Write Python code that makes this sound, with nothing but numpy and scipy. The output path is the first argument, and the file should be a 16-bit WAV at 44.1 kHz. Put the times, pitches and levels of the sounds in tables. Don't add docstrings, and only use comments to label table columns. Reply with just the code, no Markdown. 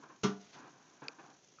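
import sys
import numpy as np
from scipy import signal
from scipy.fft import rfft, irfft
from scipy.io import wavfile

SR = 44100
rng = np.random.default_rng(int(sys.argv[2]) if len(sys.argv) > 2 else 0)


def unload_audio(sound):
    columns = np.transpose(np.atleast_2d(sound))
    steps = np.round(np.clip(columns, -1, 1) * 32767)
    wavfile.write(sys.argv[1], SR, steps.astype(np.int16))


N = 70560
TIME = np.arange(N) / SR
BIN_HZ = np.arange(N // 2 + 1) * SR / N
LANDING_S = 0.2336


def from_db(db):
    return 10 ** (np.asarray(db) / 20)


def rms_one(x):
    return x / np.sqrt(np.mean(x ** 2) + 1e-20)


def at_hz(points, hz):
    freqs, values = np.transpose(points)
    return np.interp(np.log(np.maximum(hz, 1)), np.log(freqs), values)


def noise(colour):
    white = rfft(rng.standard_normal(N))
    return rms_one(irfft(white * from_db(at_hz(colour, BIN_HZ)), N))


def wander(rate_hz):
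    lowpass = signal.butter(2, rate_hz, fs=SR, output="sos")
    return rms_one(signal.sosfilt(lowpass, rng.standard_normal(N)))


def stroke(start, db, attack, hold, t60):
    release = from_db(-60 * np.maximum(TIME - start - attack - hold, 0) / t60)
    return from_db(db) * np.clip((TIME - start) / attack, 0, 1) * release


def struck(start, attack, t60):
    age = np.maximum(TIME - start, 0)
    return (1 - np.exp(-age / attack)) * from_db(-60 * age / t60)


def ring(start, hz, attack, t60):
    return struck(start, attack, t60) * np.sin(2 * np.pi * hz * (TIME - start))


def body(modes, attack):
    return sum((-1) ** (k + 1) * from_db(db) * ring(LANDING_S, hz, attack, t60)
               for k, (hz, db, t60) in enumerate(modes))


# frequency in Hz, relative level in dB.
ROOM_TONE_EQ = [(25, -33), (60, -20), (150, -0.5), (350, -2.5), (600, -8.5), (1500, -17.5), (3000, -16),
                (8000, -21)]
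HISS_EQ = [(500, -6.5), (2500, -9), (5000, -9.5), (5800, -1), (6600, 1.5), (7200, -1), (8000, -13)]

def background():
    room_tone = from_db(-69) * noise(ROOM_TONE_EQ)
    flicker_db = 2.93 * wander(rate_hz=60)
    return room_tone + from_db(-67.5 + flicker_db) * noise(HISS_EQ)


# frequency in Hz, relative level in dB.
FRICTION_EQ = [(40, -53), (80, -26), (140, 1), (210, -7), (300, 2.5), (450, -5.5), (600, -9), (740, -2.5),
               (1050, -3.5), (1300, -6.5), (1600, -2.5), (2000, -18.5), (2450, -12.5), (3000, -22.5),
               (5000, -29.5), (8000, -46)]
# start in seconds, level in dB, attack, hold and t60 in seconds,
# grip resonance in Hz, its boost in dB.
FINGER_STROKES = [(-0.02, -59.5, 0.012, 0.011, 0.34, 268, 10.5), (0.023, -54, 0.01, 0.0066, 0.22, 1017, 10),
                  (0.089, -58.5, 0.015, .006, 0.32, 1065, 8.5), (0.54, -55, 0.017, 0.12, 0.25, 1000, 2.5),
                  (0.713, -66.5, 0.034, 0.32, 0.9, 1025, 3.5), (1.019, -50, 0.001, 0.0073, 0.37, 1380, 0),
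                  (1.183, -54, 0.0048, 0.011, 0.25, 750, 2), (1.233, -62.5, 0.0073, 0.074, 0.27, 750, 7.5)]

def finger_rubs():
    grip_width_hz, grain_db = 110, 1
    friction = noise(FRICTION_EQ) * from_db(grain_db * wander(rate_hz=50))
    rubs = 0
    for *envelope, hz, boost_db in FINGER_STROKES:
        resonance = signal.lfilter(*signal.iirpeak(hz, hz / grip_width_hz, fs=SR), friction)
        gripped = rms_one(friction + (from_db(boost_db) - 1) * resonance)
        rubs += stroke(*envelope) * gripped
    return rubs


# start in seconds, level in dB, pitch in Hz.
FINGER_TAPS = [(0.147, -55, 406), (1.087, -36, 463), (1.424, -52.5, 332), (1.525, -53, 394)]

def finger_taps():
    return sum(from_db(db) * ring(start, hz, attack=0.0012, t60=0.019) for start, db, hz in FINGER_TAPS)


# start in seconds, level in dB.
LID_HITS = [(0.2335, -35), (0.237, -34.5), (0.2384, -58), (0.241, -34), (0.246, -34)]
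# frequency in Hz, relative level in dB.
CRACK_EQ = [(40, -20), (120, -2), (400, -9.5), (800, 7.5), (1500, -6), (3000, -1.5), (5000, -5),
            (6700, 4.5), (8000, -9)]

def lid_clatter():
    bursts = sum(from_db(db) * struck(start, attack=1 / SR, t60=0.02) for start, db in LID_HITS)
    return bursts * noise(CRACK_EQ)


# pitch in Hz, level in dB, t60 in seconds.
SEAT_MODES = [(131, -28.5, 0.057), (248, -21.5, 0.043), (403, -20.5, 0.038)]

def seat_thud():
    return -sum(from_db(db) * ring(LANDING_S, hz, attack=0.0065, t60=t60) for hz, db, t60 in SEAT_MODES)


# pitch in Hz, level in dB, t60 in seconds.
BOWL_MODES = [(133.8, -33.5, 0.23), (154.4, -36, 0.23), (196, -24, .32), (222.6, -30.5, 0.26),
              (294.6, -34, 0.32), (354, -39, 0.21), (378, -36, 0.22), (401.8, -31, 0.28),
              (420.7, -30, 0.32), (613, -54.5, 0.52), (708, -49.5, 0.6)]

def bowl_boom():
    return body(BOWL_MODES, attack=0.007)


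# pitch in Hz, level in dB, t60 in seconds.
WOOD_MODES = [(779, -45, .2), (1004, -44, .28), (1056, -38, .12), (1162, -32, .19), (1192, -33, .21),
              (1345, -33, .22), (1458, -43, .34), (1853, -41, .18), (2128, -41, .12), (2820, -39, .13),
              (3322, -39, .14), (3739, -36, .11), (4264, -40, .13), (5338, -40, .15), (5780, -42, .14),
              (6043, -39, .12), (6416, -39, .12), (6820, -41, .12)]

def wood_ring():
    return body(WOOD_MODES, attack=0.012)


# frequency in Hz, relative level in dB.
TAIL_EQ = [(40, -15), (110, -11), (220, -1), (420, -7.5), (620, -6.5), (850, 3), (1500, 0.5), (2200, -7),
           (3000, -4.5), (4700, -11), (6500, -6.5), (8000, -20)]
# frequency in Hz, t60 in seconds.
TAIL_DECAY = [(100, 0.57), (500, 0.36), (1400, 0.24), (3000, 0.25), (6500, 0.26)]

def room_tail():
    spectrum = rfft(noise(TAIL_EQ))
    edges_hz = 25 * 2. ** np.arange(10)
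    tail = 0
    for low, high in zip(edges_hz, edges_hz[1:]):
        octave = irfft(spectrum * ((BIN_HZ >= low) & (BIN_HZ < high)), N)
        t60 = at_hz(TAIL_DECAY, np.sqrt(low * high))
        tail += octave * struck(LANDING_S, attack=0.0037, t60=t60)
    return from_db(-34) * tail


# start in seconds, level in dB, attack, hold and t60 in seconds.
BRUSH_STROKES = [(0.387, -63.5, 0.023, 0.09, 1), (0.524, -57.5, 0.013, 0.0086, 0.16)]
# frequency in Hz, relative level in dB.
BRUSH_EQ = [(500, -2.5), (2000, -3.5), (4000, -5), (6500, -5), (8000, -10.5)]

def brushing():
    return sum(stroke(*row) for row in BRUSH_STROKES) * noise(BRUSH_EQ)


# start in seconds, level in dB, centre pitch in Hz, ring length as a factor.
CASE_SNAPS = [(1.0828, -19, 4400, 0.78), (1.0832, -22, 2440, 1.12), (1.5858, -45.5, 1320, 3.1)]
# pitch in Hz, relative level in dB, base t60 in seconds.
CASE_RING = [(1316, -1, 0.01), (2470, -4, 0.0082), (4160, -3, 0.0039), (4690, 2, 0.0048), (6880, -9, 0.013)]

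def case_clicks():
    fall_db_per_octave = 13.5
    clicks = 0
    for start, db, centre_hz, length in CASE_SNAPS:
        for hz, mode_db, t60 in CASE_RING:
            gain = from_db(db + mode_db - fall_db_per_octave * abs(np.log2(hz / centre_hz)))
            clicks += gain * ring(start, hz, attack=0.00051, t60=t60 * length)
    return clicks


def scene():
    hit = lid_clatter() + seat_thud() + bowl_boom() + wood_ring() + room_tail()
    handling = finger_rubs() + finger_taps() + brushing() + case_clicks()
    return (hit + handling + background())[None]


def record(dry):
    low_cut_hz, rolloff_hz, cutoff_hz = 87, 6620, 8500
    thin = signal.sosfilt(signal.butter(2, low_cut_hz, "high", fs=SR, output="sos"), dry)
    dull = signal.sosfilt(signal.butter(12, rolloff_hz, fs=SR, output="sos"), thin)
    return signal.sosfilt(signal.cheby2(16, 45, cutoff_hz, fs=SR, output="sos"), dull)


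dry = scene()
out = record(dry)
unload_audio(out)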